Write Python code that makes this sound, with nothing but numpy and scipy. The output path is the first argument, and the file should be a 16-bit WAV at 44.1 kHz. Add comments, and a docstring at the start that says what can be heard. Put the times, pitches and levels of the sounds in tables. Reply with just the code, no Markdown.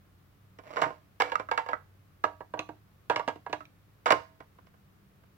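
"""A small plastic figure hops over a hollow toy house in a bedroom with a faint hiss and mains hum.
First it taps and scrapes on the deck, then it steps on a toy bed and gives a few knocks of its own.
Next it taps along the roof, where its feet catch with tiny pings. At about 4 s it clatters onto the
deck again, and the hum grows fuller. Each hit makes the plastic ring briefly with its own set of
tones, and the room adds a short echo."""
import sys
import numpy as np
from scipy import signal
from scipy.fft import rfft, irfft
from scipy.io import wavfile
from scipy.ndimage import uniform_filter1d

SR = 44100
rng = np.random.default_rng(int(sys.argv[2]) if len(sys.argv) > 2 else 0)


def log_audio(samples):
    """Write samples as a 16-bit WAV file to the path given in sys.argv[1]."""
    # one column per channel
    frames = np.atleast_2d(samples).T
    # limit to full scale, then quantise
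    limited = np.clip(frames, -1, 1)
    pcm = np.round(limited * 32767).astype(np.int16)
    wavfile.write(sys.argv[1], SR, pcm)


N = 236804
TIME = np.arange(N) / SR

# borders of six pitch bands (thud, hollow, body, clack, click, tick): f/Hz
BAND_EDGES = [90, 380, 750, 1150, 2000, 3600, 15000]
# tones the deck rings with: f/Hz, level/dB, ring time factor
DECK_TONES = [(151.9, -10, 1), (297, 2.5, 1.4), (483.2, 14.5, 1.0), (560, 5, .7), (636.3, 11.5, 1.5),
              (675, -6, 1.2), (930, -1, 1.3), (1051, 6, 1.1), (1193, -3, 1), (1309, -6, 1), (1491, -2.5, 1),
              (1655, -9, 1.2), (2070, -12.5, 1), (2257, -4, 1), (2730, -15, .9), (2880, -5.5, .8),
              (4984, -42, .08)]
# how far the left microphone leads the right for sounds at deck height: f/Hz, lead/rad
LOW_LEAD = [(0, 0), (1030, -1.5), (1640, -4.5), (2760, -8), (3800, -7.5), (16000, -43)]


def undb(db):
    """Turn decibels into a number to multiply by."""
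    return 10 ** (np.asarray(db) / 20)


def unit(x):
    """Scale a signal to an average strength (rms) of 1."""
    return x / np.sqrt(np.mean(x ** 2) + 1e-30)


def fade(t, ring_s):
    """Die away by 60 dB in ring_s seconds, the ring time."""
    return np.exp(-np.log(1000) * t / ring_s)


def level_at(curve, hz):
    """Read a curve's level at the frequency hz."""
    f, db = np.transpose(curve)
    return np.interp(np.log(np.maximum(hz, 1)), np.log(f), db)


def colour(x, curve):
    """Turn each frequency up or down to follow a curve."""
    hz = np.fft.rfftfreq(x.shape[-1], 1 / SR)
    return irfft(rfft(x) * undb(level_at(curve, hz)), x.shape[-1])


def wander(steps_per_s):
    """A slow random drift, about 1 in size."""
    size = int(SR / steps_per_s)
    steps = np.repeat(rng.standard_normal(N // size + 1), size)
    return unit(uniform_filter1d(uniform_filter1d(steps, size), size)[:N])


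def side_gains(hz):
    """The house stands to the right, so most pitches are louder on that side."""
    # balance between the sides: f/Hz, left minus right/dB
    balance = [(100, 0), (200, -7), (380, -5), (700, -8), (1300, -9), (2400, -4), (4400, -5.5), (8000, -1),
               (15000, 5.5)]
    return undb(np.array([[.5], [-.5]]) * level_at(balance, hz))


def at_microphones(x, leads):
    """Sound reaches the left microphone later and weaker, partly by other paths."""
    hz = np.fft.rfftfreq(x.shape[-1], 1 / SR)
    direct, stray = rfft(x)
    lead = np.interp(hz, *np.transpose(leads))
    left = (direct * np.exp(1j * lead) + stray) / np.sqrt(2)
    return irfft(np.array([left, direct]) * side_gains(hz), x.shape[-1])


def air(shared_db=-63.5, apart_hz=900):
    """Both microphones hear the same room rumble, and each has its own hiss."""
    # rumble and hiss: f/Hz, relative level/dB
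    noise_curve = [(12, -54.5), (20, -19.5), (26, -16.5), (70, -5.5), (101, -9), (130, -4), (204, -10),
                   (262, -23), (293, -16.5), (472, -21.5), (976, -26.5), (1090, -23.5), (8180, -44),
                   (14700, -38), (16000, -37.5)]
    hz = np.fft.rfftfreq(N, 1 / SR)
    shared, side = rfft(colour(rng.standard_normal((2, N)), noise_curve))
    side = side * np.clip(np.sqrt(hz / apart_hz), .2, 1)
    gain = undb(shared_db) / np.std(irfft(shared, N))
    return gain * irfft(np.array([shared + side, shared - side]), N)


def hum(flutter_db=2.5, drift_hz=4, fuller_at_s=4.2, change_s=0.61):
    """A distant appliance hums with a wavering tone that grows fuller near the end."""
    # tones of the hum: f/Hz, early level/dB, late level/dB
    tones = [(98.7, -65.5, -67.5), (191.5, -80.5, -69.5), (278, -82, -80.5), (430, -92.5, -90)]
    late = np.clip((TIME - fuller_at_s) / change_s, 0, 1)
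    out = 0
    for hz, early_db, late_db in tones:
        phase = 2 * np.pi * np.cumsum(hz + drift_hz * wander(10)) / SR
        db = early_db + late * (late_db - early_db) + flutter_db * wander(12)
        out = out + np.sqrt(2) * np.sin(phase) * undb(db)
    return out


def tap(tones, leads, ring_s, bands_db, crowd_db, crack_db, crack_s=0.02, rise_s=0.0009, grip_s=.025):
    """One hit on plastic: a crack, the part's main tones and a crowd of weak ones made from noise."""
    # the wall's crowd of weak tones: f/Hz, relative level/dB
    crowd_curve = [(60, -43), (110, -7.5), (240, -21), (300, -15), (480, -1), (900, 1), (1600, -13),
                   (2800, -9), (3600, -19.5), (5100, -25), (7500, -30), (9500, -41.5), (15000, -42)]
    t = np.arange(SR // 3) / SR
    hz, db, ring_factor = np.transpose(tones)
    # each spot that is hit brings out different tones
    strength = undb(db + 2 * rng.standard_normal(len(hz))) * rng.choice([-1, 1], len(hz))
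    # the hand presses differently each time and shifts the high tones most
    hz = hz * (1 + .01 * np.sqrt(hz / 1000) * rng.standard_normal(len(hz)))
    phase = 2 * np.pi * hz[:, None] * t
    lead = np.interp(hz, *np.transpose(leads))[:, None]
    # the fingers soak up the first swings quickly, then the wall rings on
    decay = fade(t, ring_s * ring_factor[:, None]) + fade(t, grip_s)
    waves = np.sin([phase + lead, phase]) * decay * (strength * side_gains(hz))[:, :, None]
    noise = at_microphones(colour(rng.standard_normal((2, len(t))), crowd_curve), leads)
    # the thin wall gives way, so the sound takes a moment to build
    rise = 1 - np.exp(-t / rise_s)
    out = 0
    for lo, hi, band_db in zip(BAND_EDGES, BAND_EDGES[1:], bands_db):
        band = signal.butter(3, [lo, hi], "band", fs=SR, output="sos")
        khz = np.sqrt(lo * hi) / 1000
        # high tones die fastest in plastic, so there the crack stands out
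        shape = fade(t, ring_s * khz ** -0.061) + undb(crack_db) * np.sqrt(khz) * fade(t, crack_s)
        in_band = (hz >= lo) & (hz < hi)
        ring = unit(signal.sosfilt(band, rise * waves[:, in_band].sum(axis=1)))
        crowd = unit(signal.sosfilt(band, rise * noise * shape))
        out = out + undb(band_db) * unit(ring + undb(crowd_db) * max(khz, 1) ** 0.49 * crowd)
    # the level counts the hit's whole energy as if packed into 20 ms
    return out * np.sqrt(.02 * SR / len(t))


def taps(hits, tones, voice_db, leads, crowd_db, crack_db, thud_hz=450, edge_hz=1910):
    """All hits on one part: the hand's weight adds a low thud, a hard corner adds a bright edge."""
    hz = np.sqrt(np.multiply(BAND_EDGES[:-1], BAND_EDGES[1:]))
    out = np.zeros((2, N + SR))
    for start_s, db, ring_s, thud_db, edge_db in hits:
        bass_db = thud_db / (1 + (hz / thud_hz) ** 3)
        treble_db = edge_db / (1 + (edge_hz / hz) ** 4)
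        bands_db = np.array(voice_db) + bass_db + treble_db
        sound = undb(db) * tap(tones, leads, ring_s, bands_db, crowd_db, crack_db)
        start = int(start_s * SR)
        out[:, start:start + sound.shape[1]] += sound
    return out[:, :N]


def deck_taps():
    """The hollow deck rings as the figure sets off and again when it lands."""
    # hits on the deck: t/s, level/dB, ring time/s, thud/dB, edge/dB
    hits = [(.5865, -53, 0.094, 12, 4.5), (.7668, -27, 0.19, -7, -7.5), (.8165, -25.5, 0.15, 0, 1.5),
            (.835, -25.5, 0.13, -23, -13), (.86, -40.5, .17, 13, -13), (.904, -43.5, 0.058, 4, -14),
            (1.396, -36.5, 0.095, 2.5, -3), (4.0575, -25.5, 0.18, -8, 0), (4.0645, -27.5, 0.15, -10.5, -1),
            (4.0755, -29, 0.34, -2, -4), (4.1043, -20.5, 0.033, -5.5, 2), (4.1105, -24.5, 0.034, -9, 0.5),
            (4.1195, -21.5, 0.052, -5.5, 4), (4.123, -25.5, 0.15, 6.5, -14.5),
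            (4.403, -51.5, 0.081, 8, -0.5), (4.585, -59.5, .046, 1, -4), (4.667, -70, .09, 13, 13),
            (4.74, -69, 0.055, 5, -1), (5.235, -71, 0.044, 7, 6)]
    # the deck's strength in each pitch band: level/dB
    voice = [-12.5, -2, -1, -0.5, -8.5, -17]
    return taps(hits, DECK_TONES, voice, LOW_LEAD, crowd_db=-1.5, crack_db=-2.5)


def scrape(start_s=.635, lift_s=0.807, loudest_db=-38, slips_per_s=350, ring_s=0.075):
    """The feet stick and slip on the deck: tiny clicks that rasp and keep it ringing."""
    # the rasp of the feet: f/Hz, relative level/dB
    rasp_curve = [(120, -34), (250, -6.5), (480, -15), (620, 14.5), (760, -1.5), (1100, 3), (1600, -3.5),
                  (2300, -3.5), (3600, -16.5), (5300, -17.5), (8000, -28.5), (11000, -38)]
    slips = (rng.random((2, N)) < slips_per_s / SR) * rng.choice([-1, 1], (2, N))
    slips = slips * undb(4.5 * rng.standard_normal((2, N)))
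    t = np.arange(SR // 4) / SR
    deck = sum(undb(db) * np.sin(2 * np.pi * hz * t) * fade(t, ring_s * ring_factor)
               for hz, db, ring_factor in DECK_TONES)
    rasp = unit(colour(undb(5) * unit(slips) + rng.standard_normal((2, N)), rasp_curve))
    ring = unit(signal.fftconvolve(slips, deck[None], axes=1)[:, :N])
    # the feet press ever harder, then the hand lifts them off
    press_db_per_s, lift_db_per_s = 101, 151.5
    since_lift = TIME - lift_s
    swell_db = np.minimum(press_db_per_s * since_lift, -lift_db_per_s * since_lift)
    pressure = undb(loudest_db + swell_db) * (TIME > start_s)
    return unit(at_microphones(rasp + undb(-9) * ring, LOW_LEAD)) * pressure


def bed_taps():
    """The toy bed rings with a sharp crack as the figure steps on it."""
    # hits on the bed: t/s, level/dB, ring time/s, thud/dB, edge/dB
    hits = [(1.2, -26, 0.38, 11, 2.5), (1.2067, -21.5, 0.035, -35, -5.5), (1.2187, -25, 0.044, -4, 4),
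            (1.297, -53, 0.067, 4, 10), (1.318, -31, 0.19, 9, -1), (1.5125, -25, 0.15, -1, -3.5),
            (1.5755, -25, 0.14, -14.5, -2.5), (1.661, -40, 0.18, 1, -8), (1.687, -33, 0.23, 7, -4),
            (1.712, -51, 0.12, 12, 3)]
    # tones the bed rings with: f/Hz, level/dB, ring time factor
    tones = [(293, -17, 1.5), (488.8, 15.5, 0.97), (553, 5.5, .8), (606, -4.5, 1.3), (892, 6, 0.75),
             (917, 9.5, 0.67), (1050, -4, 0.68), (1352, 6, 0.57), (1660, 21.5, 0.53), (2130, -13, .8),
             (2080, -15.5, 0.79), (2245, 5.5, 1), (2768, 9, .3), (2906, 5, .3), (3360, -11, .45),
             (4620, -17.5, .15), (5040, -23.5, .1)]
    # the bed's strength in each pitch band: level/dB
    voice = [-26, -7.5, -1.5, -3.5, -9.5, -17.5]
    return taps(hits, tones, voice, LOW_LEAD, crowd_db=-2.5, crack_db=7.5)


def figure_knocks():
    """The figure itself rings with a short clack when it is knocked."""
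    # hits on the figure: t/s, level/dB, ring time/s, thud/dB, edge/dB
    hits = [(1.354, -23.5, 0.026, -20.5, -2), (1.487, -37, 0.056, 8, -7), (1.5765, -32, 0.066, 7, 0),
            (1.731, -25, 0.05, 5.5, -11), (2.2395, -23.5, 0.076, 5.5, -4), (3.605, -47, 0.11, 20, 3.5)]
    # tones the figure rings with: f/Hz, level/dB, ring time factor
    tones = [(295, -12, 2.5), (628, -8, 0.85), (961, -2.5, 0.57), (1165, 10.5, 0.29), (1360, -36, .6),
             (1300, 16, .8), (1473, 4, 0.34), (1620, 5, 0.6), (2700, -17, .7)]
    # the figure's strength in each pitch band: level/dB
    voice = [-28.5, -15.5, -18, 0.5, -19, -24]
    return taps(hits, tones, voice, LOW_LEAD, crowd_db=-7.5, crack_db=-8)


def roof_taps():
    """The roof rings as the figure hops along it."""
    # hits on the roof: t/s, level/dB, ring time/s, thud/dB, edge/dB
    hits = [(2.2383, -26.5, 0.069, -12.5, -3), (2.249, -35.5, 0.18, 0.5, -1.5),
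            (2.405, -41.5, 0.073, -2.5, -10), (2.537, -34.5, 0.082, 2.5, -7.5), (2.572, -43, 0.19, -6, -8),
            (2.591, -40.5, 0.088, 11, 13), (2.689, -45.5, 0.089, 14.5, 0), (3.0975, -22.5, 0.15, -5, -0.5),
            (3.1605, -32, .1, -0.5, 7.5), (3.194, -29.5, 0.082, -10.5, -5.5), (3.277, -36, 0.021, 10, 8.5),
            (3.283, -33, 0.1, 2, 5.5), (3.357, -61.5, 0.082, 26, 15), (3.463, -35, 0.075, -22, -9.5),
            (3.495, -52, 0.25, 18.5, 6), (3.5285, -32.5, 0.08, 0.5, 6), (3.654, -85, 0.038, 10, 22)]
    # tones the roof rings with: f/Hz, level/dB, ring time factor
    tones = [(303, -11, 2.3), (434, -18.5, 0.37), (461, 16.5, 0.27), (620.7, 8, 1.66), (666, 6.5, 1.7),
             (854, -5, 1.5), (951.4, 17.5, 1.06), (1010, -6.5, 0.58), (1141.5, -0.5, 2.6), (1450, -11.5, 1),
             (1646, -5.5, 1.15), (2133, -2, .8), (2570, 3, 0.44), (2820, 7, 0.72), (4070, -27.5, 0.6),
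             (4630, -21.5, .2), (5900, -34, .2)]
    # the roof's strength in each pitch band: level/dB
    voice = [-11.5, -2, 0.5, -6, -13, -21]
    # how far the left microphone leads for sounds from the roof: f/Hz, lead/rad
    leads = [(0, 0.5), (1000, -1.23), (3000, -1), (16000, -12)]
    return taps(hits, tones, voice, leads, crowd_db=-0.5, crack_db=-3.5)


def foot_pings(left_delay_s=0.00012, rise_s=0.00026):
    """The hard little feet catch on the roof edge and ping for a few milliseconds."""
    # moments when a foot catches: t/s, level/dB, pitch factor
    catches = [(2.592, -27, 0.95), (3.098, -30.5, .9), (3.1605, -24, 0.81), (3.528, -30.5, 0.92),
               (3.654, -49, 0.89)]
    # tones a foot rings with: f/Hz, level/dB, ring time/s
    tones = [(2700, 6.5, 0.015), (3560, -2.5, 0.014), (4140, -2, 0.013), (6530, -7, 0.0132)]
    out = np.zeros((2, N + SR))
    t = np.arange(SR // 10) / SR
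    both_t = np.array([t - left_delay_s, t])
    for start_s, db, pitch in catches:
        ping = sum(undb(tone_db) * side_gains(hz) * np.sin(2 * np.pi * hz * pitch * both_t)
                   * fade(t, ring_s) for hz, tone_db, ring_s in tones)
        start = int(start_s * SR)
        out[:, start:start + len(t)] += undb(db) * ping * (1 - np.exp(-t / rise_s))
    return out[:, :N]


def room_echo(x, gap_s=0.0076, echo_db=-13, split_hz=3000, low_ring_s=0.2, high_ring_s=0.32):
    """A furnished bedroom gives a short, blurred echo, different at each microphone."""
    t = np.arange(SR * 2 // 3) / SR
    low_pass = signal.butter(2, split_hz, fs=SR, output="sos")
    high_pass = signal.butter(2, split_hz, "high", fs=SR, output="sos")
    low = signal.sosfilt(low_pass, rng.standard_normal((2, len(t)))) * fade(t, low_ring_s)
    high = signal.sosfilt(high_pass, rng.standard_normal((2, len(t)))) * fade(t, high_ring_s)
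    tail = (low + undb(-3) * high) * (t > gap_s)
    return undb(echo_db) * signal.fftconvolve(x, unit(tail) / np.sqrt(len(t)), axes=1)[:, :N]


def scene():
    """The figure's trip over the house, with the room's echo, hiss and hum."""
    toy = deck_taps() + bed_taps() + roof_taps() + figure_knocks() + foot_pings() + scrape()
    return toy + room_echo(toy) + air() + hum()


def record(dry, top_hz=16200):
    """The nearby phone cuts off the highest treble."""
    return signal.sosfilt(signal.ellip(10, .2, 70, top_hz, fs=SR, output="sos"), dry)


dry = scene()
out = record(dry)
log_audio(out)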